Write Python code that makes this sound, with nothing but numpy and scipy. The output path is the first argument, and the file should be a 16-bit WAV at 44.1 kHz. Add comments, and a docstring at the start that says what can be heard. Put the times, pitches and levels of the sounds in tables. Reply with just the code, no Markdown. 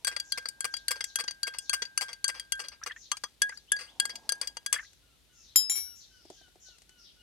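"""A garden: close to the microphone, a steel spoon stirs liquid in a glass jar on a stone slab.
Each contact of the spoon is a burst of tiny slips that rings short glass modes and feeds one long wall note.
The liquid swirls as coloured noise; its bubbles gurgle as short rising tones while the spoon comes out.
The spoon is laid on the stone and rings in its own modes; the jar then knocks on the slab as it is picked up.
Far off, birds call in falling notes and blurred chirps, behind them quiet air and an unsteady drone."""
import sys
import numpy as np
from scipy import signal
from scipy.fft import rfft, irfft
from scipy.io import wavfile
from scipy.ndimage import uniform_filter1d

SR = 44100
rng = np.random.default_rng(int(sys.argv[2]) if len(sys.argv) > 2 else 0)


def pcm_store(signal):
    """Save signal as 16-bit PCM."""
    levels = np.round(np.clip(np.atleast_2d(signal), -1, 1) * 32767)
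    wavfile.write(sys.argv[1], SR, levels.astype(np.int16).T)


N = 318522


def amp(db):
    """Decibels to gain."""
    return 10 ** (np.asarray(db) / 20)


def unit(x):
    """Scales to rms 1."""
    return x / np.sqrt(np.mean(x ** 2) + 1e-20)


def read(points, hz):
    """Reads a spectrum on a log-frequency axis."""
    f, value = np.transpose(points)
    return np.interp(np.log(hz + 1), np.log(f + 1), value)


def sides(pan_db):
    """Left and right gains for a level difference."""
    return amp(np.array([pan_db / 2, -pan_db / 2]))


def add(mix, s, sound):
    """Mixes a stereo sound in at time s."""
    part = mix[:, max(round(s * SR), 0):][:, :sound.shape[1]]
    part += sound[:, :part.shape[1]]


def noise(size, colour, pan_db=0, same=0.42):
    """Stereo noise of rms 1 with the spectrum colour(Hz) in dB, partly alike in both ears."""
    left, other = rfft(rng.standard_normal((2, size)))
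    same = np.clip(same, 0, 1)
    right = same * left + np.sqrt(1 - same ** 2) * other
    spectra = np.array([left, right]) * amp(colour(np.fft.rfftfreq(size, 1 / SR)))
    return unit(irfft(spectra * sides(pan_db * np.ones(len(left))), size))


def ring(t, hz, db, t60, pan_db, spread=1.2, wander=.6):
    """Dying modes; each reaches the two ears with its own level and phase."""
    lag = spread * np.cos(np.arange(len(hz))) + wander * rng.standard_normal(len(hz))
    lag = lag * np.minimum(hz / 2000, 1)  # bass is near mono
    phase = 2 * np.pi * rng.random(len(hz)) + np.outer([0, 1], lag)
    waves = amp(db[:, None] - 60 * t / t60[:, None]) * np.exp(2j * np.pi * hz[:, None] * t)
    return ((sides(pan_db) * np.exp(1j * phase)) @ waves).real


def echoes(x, wet_db=-21, t60=0.05, size=12000):
    """Sparse random reflections that die away, as from the slab and the things around it."""
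    t = np.arange(size) / SR
    hits = rng.random((2, size)) < 3000 / SR
    taps = rng.standard_normal((2, size)) * hits * amp(-60 * t / t60) * (t > .002)
    taps /= np.linalg.norm(taps, axis=1, keepdims=True)
    return amp(wet_db) * signal.fftconvolve(x, taps, axes=1)[:, :N]


# spectrum of the outdoor air: f/Hz, relative level/dB per Hz
AIR_COLOUR = [(20, -31.5), (32, -17.5), (45, -11), (70, 0), (110, -5.5), (370, -12), (1000, -21.5),
              (2300, -17.5), (3600, -13.5), (6000, -20), (8000, -21), (12000, -22.5), (16000, -35.5)]
AIR_DB, HUM_HZ, HUM_DB = -66, 52.5, -72.5


def garden():
    """Quiet outdoor air as broad noise, with a far, unsteady drone as narrow noise."""
    pan_db = read([(500, -0.5), (4000, 3)], np.fft.rfftfreq(N, 1 / SR))
    air = noise(N, lambda f: read(AIR_COLOUR, f), pan_db, same=0.23)
    drone = noise(N, lambda f: -np.minimum(6 * ((f - HUM_HZ) / 8) ** 2, 100), same=0.875)
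    return amp(AIR_DB) * air + amp(HUM_DB) * drone


# course of the swirling liquid: t/s, level/dB before its lumps
SWIRL_LEVEL = [(0, -71.5), (2.7, -83.5), (3.0, -88), (3.75, -78.5), (3.9, -67), (4.25, -61.5), (4.5, -69.5),
               (4.85, -84), (5.0, -93)]
# spectrum of the swirl: f/Hz, relative level/dB per Hz
SWIRL_COLOUR = [(100, -8.5), (250, 3.5), (450, -2), (700, 2.5), (900, 6.5), (1200, -10), (2500, -14.5),
                (6000, -9.5), (16000, -44)]


def swirl(lumps_db=2.2):
    """The liquid turning in the jar: soft coloured noise whose level comes in lumps."""
    rush = noise(N, lambda f: read(SWIRL_COLOUR, f), -2, same=0.9)
    rush *= amp(np.interp(np.arange(N) / SR, *np.transpose(SWIRL_LEVEL)))
    return rush * amp(lumps_db * unit(uniform_filter1d(rng.standard_normal(N), size=900)))


def pressing(skid_s):
    """Share of pressure the spoon keeps on the glass: little for a clean rebound, near 1 for a scrape."""
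    return skid_s / (skid_s + 0.0023)


def tinted(colour, thud_db=0, bright_db=0, treble_db=0):
    """A contact's spectrum with its low thud, its 4.7 kHz modes and its treble raised or lowered."""
    hz = np.geomspace(150, 16000, 160)
    tint = [(150, 0), (450, thud_db), (1200, thud_db), (3500, 0),
            (4400, bright_db), (5000, bright_db), (6000, 0), (7500, treble_db)]
    return np.column_stack([hz, read(colour, hz) + read(tint, hz)])


# once a turn the bowl strikes the wall:
# t/s, relative blow level/dB, relative wall note level/dB, brightness of the 4.7 kHz modes/dB
STRIKES = [(.047, -26.5, -36, -3.5), (.321, -24, -37.5, 4), (.606, -29, -40.5, -2),
           (.882, -24, -36.5, -2.5), (1.157, -24, -35, -6.5), (1.431, -24.5, -34, 4),
           (1.695, -24, -34.5, -2), (1.976, -22, -35, -3.5), (2.243, -22, -32.5, 0),
           (2.521, -23.5, -34, -3), (3.116, -24, -43, -8), (3.419, -19.5, -20, -5),
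           (3.719, -19.5, -22, -9.5), (3.999, -19, -30.5, 1.5), (4.292, -23.5, -31.5, 2),
           (4.662, -28, -37.5, -3), (4.727, -19.5, -42, -10.5)]
# tint of a strike: f/Hz, level/dB
STRIKE_COLOUR = [(150, -4), (450, -8.5), (900, -6), (1200, 0.5), (2000, -4.5), (2800, 1.5), (3300, 0),
                 (3800, 1.5), (4400, 4), (4800, -1), (5500, -0.5), (7400, 5), (8300, -1), (9100, 1.5),
                 (10000, 8), (11500, 4.5), (14000, 1.5)]
STRIKE_SKID_S = 0.0014


def strikes():
    """Clean rebounds of the bowl off the wall, as (s, blow dB, colour, wall dB, skid s)."""
    return [(s, blow_db, tinted(STRIKE_COLOUR, bright_db=bright_db), wall_db, STRIKE_SKID_S)
            for s, blow_db, wall_db, bright_db in STRIKES]


# the tip scrapes over the bottom: t/s, relative blow level/dB, skid time/s
SCRAPES = [(.070, -23.5, 0.0067), (0.114, -41, 0.011), (.375, -31.5, .003), (.644, -27, 0.0043),
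           (.908, -24.5, 0.0061), (.957, -41.5, 0.0083), (1.188, -32, .003), (1.200, -29.5, .003),
           (1.469, -31, 0.0061), (1.538, -40, 0.013), (1.731, -23.5, 0.0069), (2.010, -26.5, 0.009),
           (2.083, -39, .019), (2.290, -31, 0.0036), (2.344, -40.5, 0.03), (2.593, -32.5, 0.012),
           (2.639, -41.5, 0.015), (2.718, -45.5, 0.016), (2.862, -32.5, 0.0069), (3.789, -36, 0.035),
           (4.094, -36, 0.0081), (4.424, -36, .012), (4.732, -28, 0.009)]
# tint of a scrape: f/Hz, level/dB
SCRAPE_COLOUR = [(150, 0.5), (330, -3), (500, 6), (900, 4), (1200, 4), (2000, 4), (2800, 2), (3300, -2.5),
                 (3900, 2), (4400, -4.5), (4750, 0), (5500, 2), (6100, -4.5), (7300, -5.5), (8300, 3.5),
                 (9000, -2), (10500, -3), (14000, 1.5)]
CATCH_S, GRAZE_DB, CATCH_DB = .007, -2, -2  # the tip grazes first and catches a moment later
SCRAPE_WALL_DB, FIRM_DB = -12.5, -27.5  # wall note against the blow; force that leaves the tint alone
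SCRAPE_TREBLE_SLOPE, SCRAPE_THUD_SLOPE = 0.68, -0.22  # dB per dB of force: softer is duller and hollower


def scrapes():
    """Two contacts per scrape, as the tip grazes and then catches; rows as in strikes()."""
    rows = []
    for s, db, skid_s in SCRAPES:
        force_db = db - FIRM_DB
        colour = tinted(SCRAPE_COLOUR, thud_db=SCRAPE_THUD_SLOPE * force_db,
                        treble_db=SCRAPE_TREBLE_SLOPE * force_db)
        for at, blow_db in [(s, db + GRAZE_DB), (s + CATCH_S, db + CATCH_DB)]:
            rows.append((at, blow_db, colour, blow_db + SCRAPE_WALL_DB, skid_s))
    return rows


# light taps on the far side of the jar: t/s, relative blow level/dB, thud/dB, treble/dB
TAPS = [(0.164, -27.5, 5.5, -5.5), (.199, -28.5, -12, -0.5), (.456, -31, 6, -7), (.486, -31, -8, 5),
        (.739, -27.5, 3, -5.5), (0.767, -34, -6, 0), (1.007, -29, 5, -6), (1.041, -29.5, -10.5, -1.5),
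        (1.239, -39.5, 10, -4), (1.279, -27, 1.5, -11.5), (1.309, -35, -6, -3), (1.585, -30, -10, 8),
        (1.82, -27, 3.5, -11), (1.852, -37, -8.5, -7), (2.13, -36.5, -8.5, -5.5), (2.28, -25.5, 0, 11),
        (2.397, -33, -4, 2), (2.684, -36.5, -5, 1), (3.169, -39, -2, -4), (3.237, -30, 2, -2.5),
        (3.493, -40.5, 18, 7), (3.573, -42, -5.5, -0.5), (3.765, -35.5, 7, -3), (4.053, -28.5, 3.5, 5.5),
        (4.155, -36.5, -8, -1.5), (4.321, -24.5, 4, 7), (4.414, -26.5, -1.5, -1), (4.473, -30, -9, 2.5),
        (4.569, -34.5, 9, -2.5)]
# tint of a tap: f/Hz, level/dB
TAP_COLOUR = [(150, -4), (450, -1.5), (850, 3), (1200, -4), (1600, 2.5), (2000, -0.5), (3500, 0.5),
              (4400, -5), (4700, 6.5), (5200, -2), (6200, 1), (7500, -1), (9000, 1.5), (10000, -7),
              (12000, 1), (14000, -2)]
TAP_SKID_S, TAP_LINGER, TAP_WALL_DB = 0.0023, 0.86, -22.5  # shortest skid; dB longer per dB duller


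def taps():
    """Light taps, the duller ones staying longer on the glass; rows as in strikes()."""
    rows = []
    for s, db, thud_db, treble_db in TAPS:
        colour = tinted(TAP_COLOUR, thud_db=thud_db, treble_db=treble_db)
        skid_s = TAP_SKID_S * amp(-TAP_LINGER * min(treble_db, 0))
        rows.append((s, db, colour, db + TAP_WALL_DB, skid_s))
    return rows


def contacts():
    """All contacts of spoon and jar in order of time."""
    return sorted(strikes() + taps() + scrapes(), key=lambda row: row[0])


def skid(skid_s, slips_per_s=1500, slip=0.6, drag_db=-20, drag_s=0.033, catches_per_s=220, size=8192):
    """Force of one contact: a first blow, a burst of tiny slips, then sparse catches as the spoon drags on."""
    t = np.arange(size) / SR
    chance = np.array([[slips_per_s], [catches_per_s]]) / SR
    slips, catches = rng.standard_normal((2, size)) * (rng.random((2, size)) < chance)
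    drag = amp(drag_db) * pressing(skid_s) * catches * np.exp(-t / drag_s)
    force = slip * slips * np.exp(-t / skid_s) + drag
    force[0] = 1
    return force


# short modes of jar and spoon: f/Hz before detuning, level/dB before tint and scatter, t60/s, L-R/dB
JAR_MODES = [(489.6, -23, 0.053, -4), (895, -24, 0.03, 3), (1174, -16, 0.029, -7), (2062, -10.5, 0.026, 13),
             (2845, -18, 0.053, 11.5), (3299, -7, 0.085, -3), (4444, 0.5, 0.024, 8),
             (4662, -0.5, 0.051, 10), (5005, -8.5, 0.048, 9.5), (5570, -11, 0.019, 14),
             (6072, -5, 0.047, 5.5), (6300, -9, 0.028, 16), (7540, -8.5, 0.029, 16),
             (8187, -10, 0.032, 18.5), (8930, -6.5, 0.019, 16.5), (9956, -7.5, 0.019, 14),
             (10420, -8.5, 0.018, 16), (11080, -19.5, 0.021, 9.5), (14380, -17, 0.014, 9)]
# dense crack of a contact: f/Hz, relative level/dB per Hz before tint
CRACK_COLOUR = [(60, -24.5), (250, -18), (500, -11.5), (1200, -3.5), (2300, 0.5), (3700, -6.5),
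                (5000, -3.5), (6800, -4.5), (9000, -2), (11000, -6), (12600, -16.5), (14500, -16.5),
                (16500, -27)]
# place of the crack between the ears: f/Hz, L-R/dB
CRACK_PAN = [(400, 1.5), (1200, -4), (2200, 8), (5500, -3), (9500, 9), (13000, 7)]


def clinks(level_db=-.5, crack_db=3, crack_t60=0.021, rub_db=-24, rub_t60=0.23, scatter_db=2.5,
           detune=0.006, glassy=0.65, size=8192):
    """Each contact rings the short modes; where the spoon lands shifts their balance."""
    out, t = np.zeros((2, N)), np.arange(size) / SR
    hz, db, t60, pan_db = np.transpose(JAR_MODES)
    crack_pan = read(CRACK_PAN, np.fft.rfftfreq(size, 1 / SR))
    wall_s, wall_hz, _ = np.transpose(WALL_NOTE)
    for s, blow_db, colour, wall_db, skid_s in contacts():
        # a blow that hardly stirs the wall's lowest mode also misses its second, the longest one here
        second_db = glassy * np.clip(wall_db - blow_db + 16.5, -18, 2) * (t60 == t60.max())
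        slosh = 0.31 * (np.interp(s, wall_s, wall_hz) / wall_hz[0] - 1)  # these follow the liquid less
        luck = rng.standard_normal((2, len(hz)))
        mode_hz = hz * (1 + slosh + detune * luck[0])
        mode_db = db + second_db + read(colour, hz) + scatter_db * luck[1]
        modes = ring(t, mode_hz, mode_db, t60, pan_db, spread=1.96, wander=1.0)
        grit = noise(size, lambda f: read(CRACK_COLOUR, f) + read(colour, f), crack_pan, same=0.53)
        # the crack dies at once; the spoon then rubs faintly along the glass
        crack = amp(crack_db - 60 * t / crack_t60)
        rub = pressing(skid_s) * amp(rub_db - 60 * t / rub_t60)
        hit = (modes + grit * (crack + rub)) * (1 - np.exp(-t / 0.00047))
        hit = signal.fftconvolve(hit, skid(skid_s)[None], axes=1)
        power = np.sum(hit ** 2) / 2 / (.01 * SR)  # the whole energy as if spread over 10 ms
        add(out, s, amp(blow_db + level_db) * hit / np.sqrt(power))
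    return out


# the wall's lowest mode, which follows the slosh of the liquid: t/s, f/Hz, t60/s
WALL_NOTE = [(0, 1602, 0.65), (2.55, 1593, 0.67), (2.9, 1603, 0.24), (3.121, 1610, 0.21),
             (3.301, 1644, 0.11), (3.42, 1653, 0.24), (3.72, 1664, 0.25), (4.0, 1627, 0.4),
             (4.3, 1633, 0.28), (4.7, 1638, 0.28)]


def wall(pan_db=0.0, lag=1.6, damping_db=-3.0, size=30000):
    """The glass wall's long note; each contact feeds it at a chance phase and damps it as the spoon presses."""
    t, level = np.arange(N) / SR, np.zeros(N, complex)
    s, hz, t60 = np.transpose(WALL_NOTE)
    for at, _, _, wall_db, skid_s in contacts():
        span = slice(round(at * SR), round(at * SR) + size)
        fresh = amp(wall_db - 60 * t[:size] / np.interp(at, s, t60))
        old = level[span] * amp(damping_db * pressing(skid_s))
        chance = np.exp(2j * np.pi * rng.random())
        turn = np.exp(1j * np.angle(old[0] + fresh[0] * chance))
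        level[span] = np.hypot(fresh, abs(old)) * turn
    carrier = np.exp(2j * np.pi * np.cumsum(np.interp(t, s, hz)) / SR)
    note = uniform_filter1d(level, size=80) * carrier
    return np.outer(sides(pan_db) * np.exp([0, -1j * lag]), note).real


BIRD_PAN_DB = 4


def chirp(length, start_hz, end_hz, width_hz, db):
    """A pitch sweep blurred by slow noise, as fast trills and echoes blur a far call."""
    u = np.arange(0, 1, 1 / (length * SR))
    blur = noise(SR, lambda f: -4 * np.minimum(f / width_hz, 5) ** 2, BIRD_PAN_DB, same=0.26)[:, :len(u)]
    sweep = np.sin(2 * np.pi * np.cumsum(start_hz + (end_hz - start_hz) * u) / SR)
    return amp(db - 0.5) * unit(blur * sweep * np.sin(np.pi * u) ** 0.68)


# far sparrow calls: t/s, length of the first syllable/s, its start f/Hz, relative level/dB
SPARROW_CALLS = [(.235, 0.12, 6700, -58), (0.701, .11, 6300, -60), (1.03, 0.087, 6600, -56),
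                 (1.589, 0.11, 6400, -58), (2.955, .12, 6600, -57), (3.49, .11, 6520, -63.5),
                 (4.781, 0.095, 6560, -59), (5.325, 0.19, 6400, -61.5), (5.946, 0.11, 6640, -57.5),
                 (6.094, 0.28, 5550, -66.5), (6.30, .12, 6500, -63), (6.597, .11, 6580, -57.5),
                 (6.975, 0.13, 5630, -60)]
SYLLABLE_FALL, CHIRP_WIDTH = 0.15, 0.11  # shares of a syllable's start pitch
LOW_PITCH, LOW_DELAY, LOW_LENGTH, LOW_DB = .67, .5, .7, -2  # second syllable: shares of the first; dB


def sparrows():
    """Far sparrows call in two falling syllables, high then low."""
    out = np.zeros((2, N))
    for s, length, top_hz, db in SPARROW_CALLS:
        high = (s, length, top_hz, db)
        low = (s + LOW_DELAY * length, LOW_LENGTH * length, LOW_PITCH * top_hz, db + LOW_DB)
        for at, span, hz, level_db in [high, low]:
            add(out, at, chirp(span, hz, hz * (1 - SYLLABLE_FALL), CHIRP_WIDTH * hz, level_db))
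    return out


# air pockets in the liquid: t/s, start f/Hz, tone level/dB
BUBBLES = [(2.815, 1290, -47), (2.828, 1620, -40), (2.836, 5510, -26), (2.862, 1293, -39.5),
           (2.898, 1920, -38), (2.909, 1710, -33), (2.918, 3100, -35.5), (2.962, 1750, -39.5),
           (3.116, 1128, -31), (3.238, 1130, -38), (3.494, 1905, -37), (3.522, 1533, -38.5),
           (4.761, 1673, -27), (4.785, 2010, -32.5), (4.794, 1720, -32), (4.825, 1515, -45),
           (4.846, 1900, -52)]
BUBBLE_CYCLES, BUBBLE_RISE = 30, .1  # life in cycles; pitch rise over that life, as a share


def bubbles(pan_db=3, splash=0.46, splash_slope_db=20):
    """Bubbles ring and rise in pitch as they surface, each with a little splash of noise."""
    out, t = np.zeros((2, N)), np.arange(4096) / SR
    for s, hz, db in BUBBLES:
        life = BUBBLE_CYCLES / hz
        pitch = hz * (1 + BUBBLE_RISE * np.minimum(t / life, 2))
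        tone = np.sin(2 * np.pi * np.cumsum(pitch) / SR)
        froth = noise(len(t), lambda f: -splash_slope_db * abs(np.log2((f + 1) / hz)))
        shape = (1 - np.exp(-t / 0.00066)) * np.exp(-2 * (t / life) ** 1.25)
        add(out, s, amp(db) * shape * (tone + splash * froth) * sides(pan_db)[:, None])
    return out


# far thin whistles: t/s, relative level/dB
WHISTLES = [(3.674, -60.5), (3.87, -58.5)]


def whistles(length_s=.046, from_hz=2650, to_hz=3880, width_hz=110):
    """A thin rising whistle, far off."""
    out = np.zeros((2, N))
    for s, db in WHISTLES:
        add(out, s, chirp(length_s, from_hz, to_hz, width_hz, db))
    return out


# small gritty ticks: t/s, click level/dB
TICKS = [(4.932, -53), (6.784, -52), (6.819, -50), (6.893, -49)]
TICK_KNOCK_DB, TICK_T60 = -14, 0.025
# the spoon lands and rattles on the stone: t/s, click level/dB, t60/s
LANDINGS = [(5.558, -18.5, 0.01), (5.697, -25, 0.0084), (5.72, -38, 0.037), (5.752, -43.5, 0.11),
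            (5.773, -43.5, .15)]
LANDING_KNOCK_DB = -15
# the jar rocks on the slab as it is gripped: t/s, knock level/dB
ROCKS = [(6.252, -49.5), (6.301, -38), (6.412, -52.5), (6.48, -57.5), (6.556, -51.5), (6.683, -55)]
ROCK_CLICK_DB, ROCK_T60 = -9, 0.034
# spectra of a dull knock and of a click on stone: f/Hz, relative level/dB per Hz
KNOCK_COLOUR = [(80, -29), (220, 1), (360, 15.5), (520, 2.5), (730, 13.5), (1100, -13), (2000, -18.5),
                (6000, -43)]
CLICK_COLOUR = [(100, -26), (500, -16), (1200, -4), (2300, 0), (3600, -2), (4400, 1.5), (6300, 1),
                (8500, 1), (10500, -6), (12600, -14), (16000, -23)]


def stone(grate_db=-23, grate_t60=0.23, knock_rise_s=.0016, click_rise_s=0.00029, size=8192):
    """Dull knocks and gritty clicks on the slab, each grating on briefly."""
    out, t = np.zeros((2, N)), np.arange(size) / SR
    touches = [(s, db + TICK_KNOCK_DB, db, TICK_T60) for s, db in TICKS]
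    touches += [(s, db + LANDING_KNOCK_DB, db, t60) for s, db, t60 in LANDINGS]
    touches += [(s, db, db + ROCK_CLICK_DB, ROCK_T60) for s, db in ROCKS]
    for s, knock_db, click_db, t60 in touches:
        knock = noise(size, lambda f: read(KNOCK_COLOUR, f), -1, same=0.86) * (1 - np.exp(-t / knock_rise_s))
        click = noise(size, lambda f: read(CLICK_COLOUR, f), 5.5, same=0.24) * (1 - np.exp(-t / click_rise_s))
        shape = amp(-60 * t / t60) + amp(grate_db - 60 * t / grate_t60)
        add(out, s, (amp(knock_db) * knock + amp(click_db) * click) * shape)
    return out


# course of the far bird's series: t/s, start f/Hz of its notes, level/dB
NOTE_SERIES = [(5.01, 1450, -77.5), (5.56, 1483, -72), (6.36, 1590, -68), (7.14, 1482, -69)]
FIRST_NOTE_S, NOTE_GAP_S = 5.018, .267


def far_bird(note_s=.15, fall=0.14, overtones_db=(0, 0, -11, -14), patchy_db=4):
    """One falling nasal note at an even pace: patchy harmonics; the series swells and rises, then sinks."""
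    out, u = np.zeros((2, N)), np.arange(0, 1, 1 / (note_s * SR))
    series_s, series_hz, series_db = np.transpose(NOTE_SERIES)
    for s in np.arange(FIRST_NOTE_S, N / SR, NOTE_GAP_S):
        hz, db = np.interp(s, series_s, series_hz), np.interp(s, series_s, series_db)
        waver = unit(uniform_filter1d(rng.standard_normal((5, SR)), size=900))[:, :len(u)]
        phase = 2 * np.pi * np.cumsum(hz * (1 - fall * u ** 2 + 0.0095 * waver[0])) / SR
        note = sum(amp(h + patchy_db * waver[k]) * np.sin(k * phase) for k, h in enumerate(overtones_db, 1))
        add(out, s, amp(db) * unit(note * np.sin(np.pi * u) ** 0.57) * sides(BIRD_PAN_DB)[:, None])
    return out


# the spoon's modes: f/Hz, L-R/dB, t60/s while held, t60/s when free,
# then relative level/dB at touch, at drop and at bounce
SPOON_MODES = [(2261, 10, .2, .3, -57, -47, -46), (3195, 6, .19, .24, -37, -47, -51),
               (3899, -4, .22, .45, -36, -44, -51), (5207, 8, .45, .45, -24, -46, -42),
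               (5625, 10, .3, .55, -46, -35, -35), (7138, 2, .14, .21, -16, -24, -39),
               (9980, 8, .18, .33, -22, -32, -33), (10114, 8, .19, .31, -23, -32, -34),
               (12268, 6, .12, .29, -19, -41, -40), (12701, 5, .1, .41, -31, -44, -36),
               (15150, 2, .1, .28, -80, -47, -51)]
TOUCH_S, LET_GO_S, BOUNCE_S = 5.559, 5.697, 5.752


def spoon(level_db=3.0, stop_s=0.002):
    """The bowl touches the stone while held; the handle drops and bounces, each landing starting a new ring."""
    out, t = np.zeros((2, N)), np.arange(SR) / SR
    hz, pan_db, held_t60, free_t60, touch_db, drop_db, bounce_db = np.transpose(SPOON_MODES)
    landings = [(TOUCH_S, LET_GO_S, touch_db, held_t60, .0004),
                (LET_GO_S, BOUNCE_S, drop_db, free_t60, .0007),
                (BOUNCE_S, np.inf, bounce_db, free_t60, .005)]
    for s, next_s, db, t60, rise_s in landings:
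        stop = np.exp(-np.maximum(s + t - next_s, 0) / stop_s)  # the next landing cuts the ring short
        shape = (1 - np.exp(-t / rise_s)) * stop
        add(out, s, ring(t, hz, db + level_db, t60, pan_db, spread=2.02, wander=0.23) * shape)
    return out


def scene():
    """Near sounds and far birds, each with their echoes, in front of the garden."""
    near = swirl() + clinks() + wall() + bubbles() + stone() + spoon()
    far = sparrows() + whistles() + far_bird()
    return garden() + near + echoes(near) + far + echoes(far, wet_db=-4, t60=0.53, size=24000)


def record(dry, edge_hz=16300):
    """The recorder's band limit: a steep low-pass."""
    lowpass = signal.firwin(255, edge_hz, window=("kaiser", 9), fs=SR)
    return signal.oaconvolve(dry, lowpass[None], "same")


dry = scene()
out = record(dry)
pcm_store(out)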